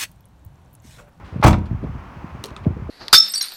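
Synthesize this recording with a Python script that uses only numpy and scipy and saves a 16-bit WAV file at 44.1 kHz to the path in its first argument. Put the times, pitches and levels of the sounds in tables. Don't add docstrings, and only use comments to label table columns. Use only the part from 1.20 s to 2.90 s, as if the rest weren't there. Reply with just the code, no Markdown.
import sys
import numpy as np
from scipy import signal
from scipy.fft import irfft
from scipy.io import wavfile

SR = 44100
rng = np.random.default_rng(int(sys.argv[2]) if len(sys.argv) > 2 else 0)


def put_to_file(sound):
    columns = np.atleast_2d(sound).T
    safe = np.clip(columns, -1, 1)
    whole_steps = np.round(safe * 32767)
    wavfile.write(sys.argv[1], SR, whole_steps.astype(np.int16))


N = 74970

# frequency in Hz, relative strength there in dB.
TRAFFIC_COLOUR = [(100, 9.5), (300, 3.5), (500, -3.5), (1050, 3), (1700, -6.5), (2500, -11), (3800, -24),
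                  (6000, -28), (8000, -36), (11000, -38.5), (17000, -40)]
WIND_COLOUR = [(25, -22.5), (50, 6), (80, 5.5), (130, -2), (220, -9), (400, -28), (900, -48)]
SCRAPE_COLOUR = [(600, 6), (1200, -0.5), (2500, 9), (4200, 4.5), (6500, -7), (10000, -13), (17000, -36)]
SCUFF_COLOUR = [(40, -47), (80, 12), (200, -7), (350, 4), (600, -4), (900, -18), (3000, -53)]
TICK_COLOUR = [(800, -24), (2500, -10), (4500, 1), (9000, -0.5), (12000, -9.5), (17000, -14)]
BOOM_COLOUR = [(45, -20), (85, 3), (140, -6.5), (220, 1), (350, 4), (440, -11.5), (560, -17.5), (900, -36)]
CLANG_COLOUR = [(130, -18), (270, -2), (450, -6), (760, 2.5), (980, 0), (1350, -6.5), (1750, -15.5),
                (2300, -11.5), (3500, -33), (8000, -47)]
CRACK_COLOUR = [(600, -10), (1500, 6), (2300, -0.5), (3500, 1), (5500, -8), (8000, -25), (17000, -33)]
SNAP_COLOUR = [(2500, -1), (5000, 1), (7500, 1), (10400, -7), (11500, -6), (17000, -9)]

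# time in seconds, level in dB.
TRAFFIC_SWELL = [(0, -43.5), (.5, -44), (.8, -41.5), (1.05, -40.5), (1.35, -41.5), (1.55, -43.5),
                 (1.7, -43)]
WIND_SWELL = [(0, -45), (.05, -40), (.1, -51), (.4, -33.5), (.75, -32), (.9, -45), (1.15, -40), (1.25, -56),
              (1.42, -38), (1.7, -30)]
# lowest and highest frequency in Hz, level in dB, fade time in seconds.
# A fade time (t60) is how long a sound takes to drop by 60 dB.
LOT_ECHOES = [(410, 2380, -11.5, 0.13), (1580, 4300, -13.5, 0.24), (3800, 11700, -11.5, 0.15),
              (10000, 13000, -17, .14)]
# start in seconds, level in dB, fade time in seconds.
RUBS = [(0.042, -53.5, 0.8), (0.212, -37.5, 0.051), (.455, -44, 0.072), (0.633, -48, 0.053),
        (1.281, -42, 0.063), (1.298, -46.5, 0.043), (1.364, -39, 0.053), (1.432, -47.5, 0.06)]
# start in seconds, relative level in dB, starting pitch in Hz,
# fade time in seconds, scuff level in dB.
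SOFT_BUMPS = [(0.123, -29, 150, 0.1, -39.5), (0.141, -34, 410, 0.043, -32),
              (0.159, -15.5, 225.7, 0.04, -30.5), (0.18, -24.5, 168, 0.11, -54.5),
              (0.198, -13, 199, 0.036, -36), (0.366, -26.5, 418, 0.051, -25),
              (0.381, -15, 342, 0.028, -43.5), (0.413, -24.5, 202, 0.14, -33),
              (0.511, -10.5, 168, 0.033, -32.5), (0.529, -11.5, 150, 0.024, -51),
              (0.545, -16, 143, 0.075, -51.5), (0.556, -29.5, 130, 0.033, -51),
              (0.619, -24, 168, 0.024, -45), (.630, -18, 290, 0.032, -43), (.638, -19.5, 528, 0.019, -25),
              (0.647, -17.5, 215, 0.029, -60), (0.694, -27, 170, 0.18, -45), (0.751, -25, 218, 0.081, -40),
              (0.966, -34.5, 200, 0.107, -43), (1.042, -21.5, 270, 0.038, -57),
              (1.149, -24, 250, 0.032, -42), (1.189, -29.5, 167.4, 0.051, -39),
              (1.311, -32.5, 109.2, 0.09, -36.5), (1.457, -17.5, 622, 0.013, -31.5),
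              (1.465, -9, 285, 0.087, -22.5), (1.504, -21, 195, 0.14, -28.5), (1.567, -14, 198, 0.016, -33),
              (1.595, -27.5, 113, 0.089, -40), (1.62, -21.5, 243, 0.02, -38.5),
              (1.690, -32, 276, 0.028, -23)]
# start in seconds, ring level in dB, tick level in dB,
# size of the part as a ratio (bigger rings lower).
SMALL_CLICKS = [(1.2396, -22.5, -18, 1), (1.2406, -15, -41, 1.035), (1.2471, -24, -27, 0.91),
                (1.2562, -27, -34, 0.92), (1.2598, -33, -26.5, 0.7), (1.267, -36, -35, 1.3),
                (1.306, -37.5, -48, 0.965), (1.4414, -34.5, -64, 1.6), (1.448, -29, -60, 1.8)]
# start in seconds, relative level in dB.
DOOR_PUSHES = [(.246, 2), (.2634, -4), (.2817, .5)]
# start in seconds, then clang, crack and snap in dB.
METAL_HITS = [(.2265, -17, -41, -62), (0.2309, -29, -22, -46), (.2360, -11, -22, -32.5),
              (0.238, -9, -28, -28.5), (0.2421, -9.5, -22.5, -25.5), (0.2456, -6.5, -14, -27.5),
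              (0.258, -24, -26, -38), (0.2625, -16, -22, -26.5), (.269, -10, -19.5, -24),
              (0.2739, -13.5, -38, -30.5), (.279, -12.5, -24, -22.5), (0.2838, -13, -21, -29.5),
              (0.294, -23, -37, -42), (0.3071, -21.5, -29.5, -35.5), (0.329, -16, -24, -50),
              (0.3403, -21, -34.5, -51), (.384, -48.5, -48, -54)]
# frequency in Hz, width in Hz, level of the added band in dB.
LOCK_RESONANCES = [(2200, 310, -5.5), (2740, 51, -11), (3330, 47, -20), (4500, 42, -2), (5370, 26, -3),
                   (5940, 80, 3), (7960, 58, -8), (8770, 74, 0)]

# pitch in Hz, relative level in dB, fade time in seconds.
CLICK_TONES = [(418, -13.5, 0.12), (543, -13.5, 0.047), (1140, -12.5, 0.012), (2250, -14.5, 0.0091),
               (3029, -6, 0.0075), (3900, 1, 0.0053), (4780, -17.5, 0.0131), (5930, -14, 0.011),
               (9130, -27, 0.013)]
CATCH_TONES = [(1260, -9, .05), (2590, -8.5, .012), (3560, -4.5, 0.0088), (3790, -5.5, 0.0063),
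               (6900, -13, .006), (8400, -30.5, .045), (8700, -12, .003)]
BODY_TONES = [(48.5, -18.5, .4), (68, -22.5, .6), (86.5, -11, .44), (118.3, -19, .49), (149, -8, .29),
              (173, -24, .45), (204, -10.5, .44), (222, -23, .36), (259.5, -17, .3), (297, -14.5, .4),
              (319, -13.5, .36)]
STRIKER_TONES = [(685, -16.5, 0.035), (852, -9.5, 0.03), (1220, -15.5, 0.04), (2020, -25, 0.055),
                 (3850, -41, 0.041)]
FRAME_TONES = [(508, -23, .33), (608, -19, .31), (643, -20, .28), (733, -14, .25), (805, -23, .22),
               (880, -23, .25), (942, -19, .38), (968, -20, .33), (1143, -25, .28), (1286, -23, .26),
               (1540, -30, .25), (1942, -29, .22), (2380, -29, .22), (3410, -39, .2)]

LANDING_S = .238


def undb(db):
    return 10 ** (np.asarray(db) / 20)


def since(start):
    return np.maximum(np.arange(N) / SR - start, 0)


def fade(start, t60, attack_s=0.00027):
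    age = since(start)
    return (1 - np.exp(-age / attack_s)) * np.exp(-np.log(1000) * age / t60)


def noise(colour):
    hz, db = np.array(colour, float).T
    freqs = np.maximum(np.arange(N // 2 + 1) * SR / N, 1)
    gain = undb(np.interp(np.log(freqs), np.log(hz), db))
    edges = np.minimum(freqs / hz[0], 1) ** 2 * np.minimum(hz[-1] / freqs, 1) ** 2
    phases = np.exp(2j * np.pi * rng.random(len(freqs)))
    x = irfft(gain * edges * phases, N)
    return x / x.std()


def ring(tones, start):
    age = since(start)
    return sum(undb(db) * fade(start, t60) * np.sin(2 * np.pi * hz * age) for hz, db, t60 in tones)


def convolve(x, response):
    return signal.fftconvolve(x, response)[:N]


def traffic_and_wind():
    def level(swell):
        times, db = np.array(swell).T
        return undb(np.interp(since(0), times, db))
    return noise(TRAFFIC_COLOUR) * level(TRAFFIC_SWELL) + noise(WIND_COLOUR) * level(WIND_SWELL)


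def lot_echoes(x, delay_s=0.0092):
    response = 0
    for low_hz, high_hz, db, t60 in LOT_ECHOES:
        tail = rng.standard_normal(N) * fade(delay_s, t60)
        band = signal.butter(2, [low_hz, high_hz], "bandpass", fs=SR, output="sos")
        response += undb(db) * signal.sosfilt(band, tail / np.linalg.norm(tail))
    return convolve(x, response)


def scrapes():
    return sum(undb(db) * noise(SCRAPE_COLOUR) * fade(start, t60, attack_s=0.0046)
               for start, db, t60 in RUBS)


def bumps(rest_hz=62.7, sag_s=0.008, attack_s=0.0019):
    out = 0
    for start, db, hz, t60, scuff_db in SOFT_BUMPS:
        age = since(start)
        cycles = rest_hz * age + (hz - rest_hz) * sag_s * (1 - np.exp(-age / sag_s))
        out += 2 * undb(db) * fade(start, t60, attack_s) * np.sin(2 * np.pi * cycles)
        out += undb(scuff_db) * noise(SCUFF_COLOUR) * fade(start, t60=0.11, attack_s=attack_s)
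    return out


def clicks():
    out = 0
    for start, ring_db, tick_db, size in SMALL_CLICKS:
        tones = [(hz / size, db, t60) for hz, db, t60 in CLICK_TONES]
        tick = fade(start, t60=0.0025, attack_s=.00005)
        tail = undb(-30.5) * fade(start, t60=0.079)
        out += undb(ring_db) * ring(tones, start)
        out += undb(tick_db) * (tick + tail) * noise(TICK_COLOUR)
    return out


def spring_catch():
    return undb(-22) * ring(CATCH_TONES, start=1.3645)


def striker(rebound_s=.3305):
    first_hit_s = METAL_HITS[0][0]
    return ring(STRIKER_TONES, first_hit_s) + undb(-9.5) * ring(STRIKER_TONES, rebound_s)


def lock(x):
    return x + sum(undb(db) * signal.lfilter(*signal.iirpeak(hz, hz / width, SR), x)
                   for hz, width, db in LOCK_RESONANCES)


def latch(frame_attack_s=.008):
    build_up = 1 - np.exp(-since(LANDING_S) / frame_attack_s)
    out = undb(2.5) * ring(FRAME_TONES, LANDING_S) * build_up
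    attack_s = 0.00043
    for start, clang_db, crack_db, snap_db in METAL_HITS:
        out += undb(clang_db) * noise(CLANG_COLOUR) * fade(start, t60=0.053, attack_s=attack_s)
        out += undb(crack_db) * noise(CRACK_COLOUR) * fade(start, t60=0.035, attack_s=attack_s)
        out += undb(snap_db) * noise(SNAP_COLOUR) * fade(start, t60=0.043, attack_s=attack_s)
    return out


def thud(push_s=.002):
    force = 0
    for start, db in DOOR_PUSHES:
        push = np.sin(np.pi * np.minimum(since(start) / push_s, 1))
        force += undb(db) * push / push.sum()
    body = undb(0.4) * convolve(force, ring(BODY_TONES, 0))
    boom = undb(-16) * noise(BOOM_COLOUR) * fade(LANDING_S, t60=0.42, attack_s=0.0054)
    return body + boom


def seal(start=.2478, hz=133):
    return undb(11) * fade(start, t60=0.048, attack_s=0.0078) * np.sin(2 * np.pi * hz * since(start))


def scene():
    door = striker() + lock(latch()) + thud() + seal()
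    small_parts = clicks() + spring_catch()
    echoes = lot_echoes(door + undb(-2.5) * small_parts)
    return (door + small_parts + echoes + bumps() + scrapes() + traffic_and_wind())[None]


def record(dry):
    low_hz, top_hz = 31, 17300
    bass_cut = signal.butter(6, low_hz, "highpass", fs=SR, output="sos")
    treble_cut = signal.ellip(10, .2, 80, top_hz, fs=SR, output="sos")
    x = signal.sosfilt(bass_cut, dry)
    rounded = x / (1 + x ** 6) ** (1 / 6)
    return signal.sosfilt(treble_cut, rounded)


dry = scene()
out = record(dry)
put_to_file(out)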